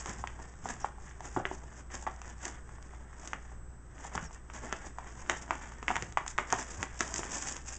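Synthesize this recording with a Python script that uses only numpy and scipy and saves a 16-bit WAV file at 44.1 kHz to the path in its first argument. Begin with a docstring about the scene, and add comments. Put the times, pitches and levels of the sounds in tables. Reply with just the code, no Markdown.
"""A cat paws at loose papers and an empty cardboard box on a wooden desk, close to a small microphone.
Claws tick and knock on the card, jolt the pile and twice squeak; each paw stroke drags a sheet,
creases snap, pads thud on the desk and the box chatters after a bump. The small room answers briefly.
Underneath lie soft room noise, mains hum and a thin electronic whine."""
import sys
import numpy as np
from scipy import signal
from scipy.fft import rfft, irfft
from scipy.io import wavfile

SR = 44100
rng = np.random.default_rng(int(sys.argv[2]) if len(sys.argv) > 2 else 0)


def wrap_up_sound(samples):
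    """Save the sound to the file named by the first command line argument, as 16-bit audio."""
    columns = np.atleast_2d(samples).T
    # keep every value between -1 and 1, then stretch to whole-number steps
    tamed = np.clip(columns, -1, 1)
    steps = np.round(tamed * 32767).astype(np.int16)
    wavfile.write(sys.argv[1], SR, steps)


N = 343098
TIME = np.arange(N) / SR

# Claws and paws striking the box. Each row: start in seconds, ring pitch in Hz,
# then the relative levels of knock, claw tick and hollow thud in dB.
BOX_STRIKES = [(0.0591, 1000, -28, -31, -33), (0.2394, 960, -25.5, -62, -43),
               (0.2736, 1840, -27, -35.5, -46), (0.6567, 830, -26.5, -38, -31.5),
               (0.6887, 1515, -25.5, -31, -46), (0.8415, 930, -39, -53, -49), (0.845, 910, -20.5, -54, -34),
               (1.1122, 1750, -41, -67, -58), (1.2062, 910, -33.5, -43, -40), (1.364, 940, -23.5, -58, -20),
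               (1.3719, 820, -27, -59, -21.5), (1.4, 740, -30, -67, -30.5), (1.4537, 1670, -18.5, -53, -31),
               (1.5132, 875, -30, -64, -31), (2.0667, 1070, -25, -52, -34), (2.07, 1020, -27, -44, -52),
               (2.0743, 850, -23.5, -47, -55), (2.217, 1260, -32.5, -36.5, -56),
               (2.784, 1000, -44.5, -65, -61), (2.911, 1250, -52, -66, -51),
               (3.333, 1400, -21.5, -36.5, -51), (3.517, 680, -48, -71, -40),
               (4.0501, 820, -36.5, -52, -51), (4.1519, 910, -28.5, -27, -36), (4.1556, 990, -36, -29, -43),
               (4.178, 1340, -21, -59, -33), (4.5005, 1330, -33.5, -57, -49),
               (4.7265, 1420, -18.5, -28.5, -31), (4.9853, 940, -28.5, -43, -56),
               (5.2973, 1570, -12, -18, -46), (5.508, 1200, -15.5, -32.5, -52),
               (5.8283, 1180, -29, -38.5, -37), (5.8817, 2050, -12, -35, -33),
               (5.904, 850, -21.5, -38, -32), (5.9124, 1010, -21, -37, -43),
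               (5.9568, 1790, -18, -27.5, -56), (5.9656, 1530, -17, -25.5, -40),
               (6.024, 1990, -26, -27.5, -31.5), (6.1731, 1106, -12, -33, -56),
               (6.264, 1170, -28.5, -44, -60), (6.3802, 1920, -19, -28, -23.5),
               (6.386, 1290, -14, -39, -41), (6.5257, 1370, -12.5, -18, -24.5),
               (6.531, 900, -19.5, -52, -24.5), (6.8292, 1680, -17.5, -23, -37.5),
               (7.007, 1560, -11.5, -17, -27), (7.1923, 876, -32, -33, -30.5),
               (7.2328, 1360, -26, -40, -48), (7.252, 560, -48, -60, -34)]
# Faint rustle under the cat's shifting weight. Each row: time in seconds, level in dB.
FIDGET_RUSTLE = [(0, -59.5), (1.0, -63), (2.2, -60), (2.7, -63), (3.45, -64.5), (3.6, -76.5), (3.88, -75.5),
                 (3.96, -60.5), (4.95, -61), (5.7, -60), (6.15, -67), (6.9, -57.5), (7.75, -62)]


def box_taps(upper_ratio=1.69, soft_pad_gap_db=12.5):
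    """Card flexes briefly under each blow, the claw ticks, and the hollow box booms."""
    # Resonances of the empty box. Each row: pitch in Hz, relative level in dB, t60 in seconds.
    box_modes = [(161, -2.5, 0.035), (243, -7, 0.059), (326, -14.5, 0.0067), (378.4, 5, 0.056),
                 (407, 5.5, 0.021)]
    knocks, booms, ticks, cracks, shivers = np.zeros((5, N))
    t = TIME[:SR // 6]
    for start, hz, knock_db, tick_db, thud_db in blows():
        # cycles to the widest swing: fewer for higher and harder blows
        cycles = 0.46 * 0.81 ** np.log2(hz / 1000) * undb(0.02 * (-22.5 - knock_db))
        # a soft pad (tick far under the knock) pushes for longer
        cycles *= 1 + 0.017 * max(knock_db - tick_db - soft_pad_gap_db, 0)
        age = t * hz / cycles
        swell = age * np.exp(1 - age)
        flex = swell * np.sin(2 * np.pi * hz * t)
        flex += undb(-8) * swell ** 2 * np.sin(2 * np.pi * (hz * upper_ratio * t + rng.random()))
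        add(knocks, start - .0003, undb(knock_db - 0.34) * flex)
        add(booms, start, undb(thud_db - 3) * ring(box_modes, t, scatter_db=1.5))
        # the claw snaps once, then skids for an instant
        skid = rng.standard_normal(len(t)) * fade(t, t60=0.0084)
        snap = (t == 0) + undb(-4) * skid / np.linalg.norm(skid)
        add(ticks, start + .0003, undb(tick_db + 11) * snap)
        # only a blow that is both sharp and heavy cracks the card itself
        add(cracks, start + .0003, undb(min(tick_db, knock_db - 6) + 8) * snap)
        # the panel's many damped modes shiver on
        add(shivers, start, undb(knock_db - 23) * rng.standard_normal(len(t)) * fade(t, t60=0.08))
    # Four spectra. Each point: frequency in Hz, relative level in dB.
    card = [(150, -12), (520, -4.5), (740, 7.0), (950, 3.0), (1250, 1.5), (1600, -0.5), (2000, 5.0),
            (2400, -0.5), (3000, 2.5), (3600, 3.5), (6000, -0.5)]
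    claw = [(500, -23), (2000, -9), (3500, 4.0), (5000, 5.5), (6500, 12), (7600, 7.5), (9000, -17.0)]
    crack = [(120, -14.5), (500, 1.5), (2000, -6), (3300, 2.5), (4500, -1.5), (7000, -20.5)]
    panel = [(200, -12.5), (520, -6.5), (760, 2), (1400, 1), (2100, -5), (3200, -7.5), (5000, -16),
             (9000, -56.5)]
    return (colour(knocks, card) + booms + colour(ticks, claw)
            + colour(cracks, crack) + colour(shivers, panel))


def blows(snap_hz=1690, touch_hz=1200, touch_count=30):
    """Strikes, crease snaps and light chance touches, all as rows like those of BOX_STRIKES."""
    # Paper creases snapping through. Each row: start in seconds, relative level in dB.
    crease_snaps = [(0.094, -30.5), (1.953, -34), (2.1622, -46), (2.4533, -21.5), (2.48, -31),
                    (2.8263, -43), (3.275, -31), (4.5622, -38), (4.873, -41), (6.124, -38), (6.279, -24),
                    (6.5032, -30.5), (7.1411, -22), (7.1604, -22.5), (7.472, -28), (7.4863, -26.5),
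                    (7.5662, -32)]
    # a snap also flexes its sheet and stirs the box
    snaps = [(start, snap_hz, db - 6, db, db - 17.5) for start, db in crease_snaps]
    # touches come oftener the more the cat fidgets
    restless = np.cumsum(undb(np.interp(TIME, *np.transpose(FIDGET_RUSTLE))))
    shares = (np.arange(touch_count) + rng.random(touch_count)) / touch_count
    starts = np.interp(shares, restless / restless[-1], TIME)
    touches = [(start, touch_hz * 2 ** (pitch / 2), -42 + 2 * force, -56.5 + 2 * (force + pitch), -59)
               for start, (pitch, force) in zip(starts, rng.uniform(-1.12, 1, (touch_count, 2)))]
    return BOX_STRIKES + snaps + touches


def papers(crease_ceiling_db=-54):
    """Sheets slide in jerks; the same slips shake the sheet and hiss at its surface."""
    # Spectra of the rubbed sheet and its hissing surface. Each row: frequency in Hz, relative level in dB.
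    sheet_spectrum = [(90, -16), (170, 2.5), (380, 3.5), (510, -1.5), (760, 4.5), (1000, 4), (1300, 0.5),
                      (1850, 3.5), (2500, -12), (3400, -11.5), (4800, -37), (7000, -54.5)]
    surface_spectrum = [(1200, -42.5), (2500, -1.5), (3500, -6.5), (4800, 0), (5600, 4.5), (6600, 9),
                        (7500, 8), (8300, -3), (9000, -24.5)]
    rub, hiss = sliding()
    judder = unit(undb(2 * walk(150)))
    friction = slips(rate=1800, spread_db=3, smooth_db=-3)
    sheet = colour(friction * judder, sheet_spectrum)
    # as the sheet bends, its ring shifts between low and high
    low = lowpass(sheet, hz=1200)
    bend_db = 2.5 * walk(22)
    sheet = low * undb(bend_db) + (sheet - low) * undb(-bend_db)
    # finer fibres hiss in short scratches that come and go with the grip of the paw
    grip = unit(undb(1.6 * walk(45) + 3 * walk(330)))
    crinkles = slips(rate=260, spread_db=2.5, smooth_db=-19.5)
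    fibres = unit(undb(-1) * friction + undb(-3) * crinkles + rng.standard_normal(N)) * judder * grip
    # creases pop at much the same size however fast the sheet moves
    crease_gain = np.minimum(hiss, undb(crease_ceiling_db)) * undb(-7)
    creases = slips(rate=70, spread_db=1.5, smooth_db=-33) * crease_gain
    return sheet * rub + colour(fibres * hiss + creases, surface_spectrum)


def sliding(rise_share=0.49, fall_share=0.71):
    """Strength of the paper's rub and hiss over time: fidgeting, strokes and jolts add up in power."""
    # Paw strokes dragging a sheet. Each row: time of full speed in seconds, nominal length in seconds,
    # rub level in dB, hiss level in dB.
    paw_strokes = [(0.005, 0.026, -54, -45.5), (0.086, .08, -45, -46.5), (0.195, 0.029, -49.5, -51.5),
                   (0.29, 0.029, -59, -67), (0.688, 0.08, -44.5, -46.5), (0.812, 0.053, -51.5, -52),
                   (1.054, 0.064, -62, -62.5), (1.254, 0.038, -45, -47.5), (1.336, 0.082, -57, -55.5),
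                   (1.534, 0.1, -60, -57.5), (1.785, 0.037, -51.5, -54.5), (1.947, 0.06, -46.5, -49.5),
                   (2.024, 0.04, -57, -56), (2.298, 0.027, -50.5, -58), (2.456, 0.084, -45.5, -46.5),
                   (3.26, 0.13, -53.5, -53.5), (4.05, 0.075, -49, -52.5), (4.163, 0.052, -43, -50),
                   (4.237, 0.032, -47.5, -48.5), (4.339, .025, -69, -51), (4.56, 0.049, -45.5, -48.5),
                   (4.663, 0.086, -44.5, -52), (4.864, 0.028, -74, -56.5), (5.188, 0.04, -55, -54.5),
                   (5.315, 0.043, -41, -43.5), (5.37, .03, -49.5, -47.5), (5.426, 0.022, -46.5, -49),
                   (5.547, 0.12, -49.5, -57), (5.688, 0.12, -53.5, -57.5), (5.95, 0.16, -49, -50.5),
                   (6.285, 0.041, -60, -48), (6.553, 0.14, -44, -47.5), (6.612, 0.031, -48, -42),
                   (6.721, 0.077, -48, -45), (6.805, 0.048, -45.5, -45.5), (7.035, 0.14, -50, -47),
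                   (7.163, 0.11, -47.5, -42), (7.27, 0.072, -50, -53), (7.347, 0.1, -44, -37.5),
                   (7.463, 0.13, -45.5, -39.5), (7.677, 0.04, -50, -41), (7.727, 0.043, -49.5, -43.5)]
    rub_power = undb(np.interp(TIME, *np.transpose(FIDGET_RUSTLE)) - 3.5 * walk(14)) ** 2
    hiss_power = rub_power * undb(-6) ** 2
    t = TIME[:SR // 2]
    for peak, length, rub_db, hiss_db in paw_strokes:
        rise = np.exp(-(t[t < peak] / (rise_share * length)) ** 1.7)[::-1]
        fall = np.exp(-(t / (fall_share * length)) ** 1.58)
        speed = np.concatenate([rise, fall])
        start = peak - len(rise) / SR
        add(rub_power, start, (undb(rub_db) * speed) ** 2)
        add(hiss_power, start, (undb(hiss_db) * speed) ** 2)
    # each strike on the box jolts the pile
    settle = fade(t, t60=0.22)
    for start, _, knock_db, _, _ in BOX_STRIKES:
        add(rub_power, start, (undb(knock_db - 29.5) * settle) ** 2)
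        add(hiss_power, start, (undb(knock_db - 37.5) * settle) ** 2)
    return np.sqrt(rub_power), np.sqrt(hiss_power)


def paw_steps(push_s=0.011):
    """Soft pads push the desk top into its lowest modes."""
    # Paws landing on the desk. Each row: start in seconds, level in dB.
    landings = [(.085, -29), (.18, -28.5), (0.634, -28.5), (0.711, -29.5), (0.812, -43), (1.364, -42),
                (1.409, -39), (1.934, -38), (4.151, -26.5), (4.223, -26.5), (5.951, -29.5), (6.014, -30),
                (6.081, -34), (6.524, -28), (6.779, -27), (7.136, -35), (7.182, -40)]
    # Resonances of the desk top. Each row: pitch in Hz, relative level in dB, t60 in seconds.
    desk_modes = [(83.4, -3.5, 0.1), (111.2, -2, 0.14), (160, 0.5, 0.069), (231.4, -3.5, 0.04)]
    out, t = np.zeros(N), TIME[:SR // 4]
    push = 1 - np.exp(-t / push_s)
    for start, db in landings:
        add(out, start, undb(db) * ring(desk_modes, t, scatter_db=-1) * push)
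    return out


def box_chatter():
    """After a bump the box chatters dully on the desk until it stands still."""
    rocking_power, t = np.zeros(N), TIME[:SR // 3]
    for start, _, _, _, thud_db in BOX_STRIKES:
        add(rocking_power, start, (undb(thud_db - 19) * fade(t, t60=0.24)) ** 2)
    base_spectrum = [(70, -11.5), (120, -1), (270, -6.5), (420, -1.5), (560, 3), (850, 2.5),
                     (1400, -1.5), (2200, -22.5), (4000, -47)]
    chatter = slips(rate=400, spread_db=0.5, smooth_db=-2)
    return colour(chatter * np.sqrt(rocking_power), base_spectrum)


def claw_squeaks(sag_share=0.09, wobble_share=0.033):
    """Fast stick-slip gives a rough whistle that sags as the claw slows."""
    # A claw on smooth card. Each row: start and length in seconds, opening pitch in Hz, level in dB.
    squeaks = [(0.81, .035, 6040, -50), (4.245, .04, 5900, -52)]
    out = np.zeros(N)
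    for start, length, hz, db in squeaks:
        progress = np.linspace(0, 1, int(length * SR))
        pitch = hz * (1 - sag_share * progress + wobble_share * walk(900)[:len(progress)])
        whistle = np.sin(2 * np.pi * np.cumsum(pitch) / SR)
        add(out, start, undb(db) * np.sin(np.pi * progress) * whistle)
    return out


def room(x, echo_s=0.0037, echo_db=-10, wet_db=-9, t60=0.28, build_s=0.0035):
    """A near surface answers at once, then the furnished room dies away; paths change as the cat moves."""
    tail_spectrum = [(100, 3.9), (850, -3.0), (1400, -0.2), (3000, 0.5), (7000, -7.0), (12000, -2.0)]
    t, hop = TIME[:SR // 2], SR // 10
    out = x.copy()
    # each overlapping slice gets its own random tail and echo delay
    for i in range(-hop, N, hop):
        part = x[max(i, 0):i + 2 * hop]
        part = part * signal.windows.hann(2 * hop)[max(-i, 0):][:len(part)]
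        start = max(i, 0) / SR
        tail = rng.standard_normal(len(t)) * fade(t, t60) * (1 - np.exp(-t / build_s))
        tail = colour(tail / np.linalg.norm(tail), tail_spectrum)
        add(out, start, undb(wet_db) * signal.fftconvolve(part, tail))
        delay = echo_s * (1 + 0.11 * rng.standard_normal())
        add(out, start + delay, undb(echo_db) * lowpass(part, hz=3000))
    return out


def room_tone(air_db=-51, waver_db=1.47):
    """Low room noise, with mains hum and a thin electronic whine that waver slightly in level."""
    # Spectrum of the still room. Each row: frequency in Hz, relative level in dB.
    air_spectrum = [(20, -3.5), (45, -7.5), (80, -12), (150, -13.5), (270, -23.5), (350, -21), (550, -29.5),
                    (800, -29.5), (1600, -29.5), (2500, -45.5), (4300, -51.5), (6600, -43.5), (8500, -68)]
    # Two hum tones, then two of whine. Each row: pitch in Hz, rms level in dB.
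    hum_and_whine = [(59.4, -50.5), (118.8, -67), (7714, -72), (8285, -79)]
    air = colour(rng.standard_normal(N), air_spectrum) * undb(air_db + 0.27 * walk(15))
    tones = np.zeros(N)
    for hz, db in hum_and_whine:
        amplitude = np.sqrt(2) * undb(db + waver_db * walk(4.4))
        tones += amplitude * np.sin(2 * np.pi * (hz * TIME + rng.random()))
    return air + tones


def ring(modes, t, scatter_db):
    """A struck body: each spot shares the blow differently among its modes."""
    hz, db, t60 = np.transpose(modes)[:, :, None]
    strength, polarity, detune = rng.standard_normal((3, len(modes), 1))
    gain = undb(db + scatter_db * strength) * np.sign(polarity)
    waves = np.sin(2 * np.pi * hz * (1 + 0.038 * detune) * t) * fade(t, t60)
    return (gain * waves).sum(0) / np.linalg.norm(gain)


def slips(rate, spread_db, smooth_db):
    """Fibres catch and let go: uneven clicks, about rate a second, over smooth friction noise."""
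    slipping = rng.random(N) < rate / SR
    size = undb(spread_db * np.minimum(rng.exponential(size=N), 4))
    clicks = slipping * size * np.sign(rng.standard_normal(N))
    return unit(unit(clicks) + undb(smooth_db) * rng.standard_normal(N))


def colour(x, points, size=8192):
    """Causal filter through (Hz, dB) points, with unit power gain."""
    hz, db = np.transpose(points)
    grid_hz = np.arange(size // 2 + 1) * SR / size
    gain = undb(np.interp(np.log(grid_hz + 1), np.log(hz), db))
    # folding the cepstrum gives minimum phase
    cepstrum = irfft(np.log(gain))
    cepstrum[1:size // 2] *= 2
    cepstrum[size // 2 + 1:] = 0
    response = irfft(np.exp(rfft(cepstrum)))
    return signal.fftconvolve(x, response / np.linalg.norm(response))[:len(x)]


def lowpass(x, hz):
    """Gentle first-order treble cut."""
    return signal.sosfilt(signal.butter(1, hz, fs=SR, output="sos"), x)


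def walk(rate):
    """Random drift with spread near 1, turning rate times a second."""
    knots = rng.standard_normal(N // 20)
    return np.interp(TIME * rate, np.arange(len(knots)), knots) * np.sqrt(3 / 2)


def fade(t, t60):
    """Exponential decay by 60 dB in t60 seconds."""
    return np.exp(-np.log(1000) * t / t60)


def add(track, start, sound):
    """Mix a sound into a track at start seconds."""
    i = max(int(start * SR), 0)
    track[i:i + len(sound)] += sound[:max(N - i, 0)]


def undb(db):
    """Decibels to gain."""
    return 10 ** (np.asarray(db) / 20)


def unit(x):
    """Scale to rms 1."""
    return x / np.sqrt(np.mean(x ** 2))


def scene():
    """The cat at work on the desk, heard close up in a small room, in mono."""
    background = room_tone()
    cat = papers() + paw_steps() + box_chatter() + claw_squeaks() + box_taps()
    return (background + room(cat))[None]


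def record(dry, notch_hz=4190, notch_width_hz=1200, notch_depth_db=-18, top_hz=8750):
    """The small microphone has a deep notch in the presence range, a faint hiss and no top octave."""
    notched = signal.lfilter(*signal.iirnotch(notch_hz, notch_hz / notch_width_hz, fs=SR), dry)
    notched = notched + undb(notch_depth_db) * (dry - notched)
    hiss = undb(-81) * rng.standard_normal(dry.shape)
    return signal.sosfilt(signal.ellip(9, .2, 70, top_hz, fs=SR, output="sos"), notched + hiss)


dry = scene()
out = record(dry)
wrap_up_sound(out)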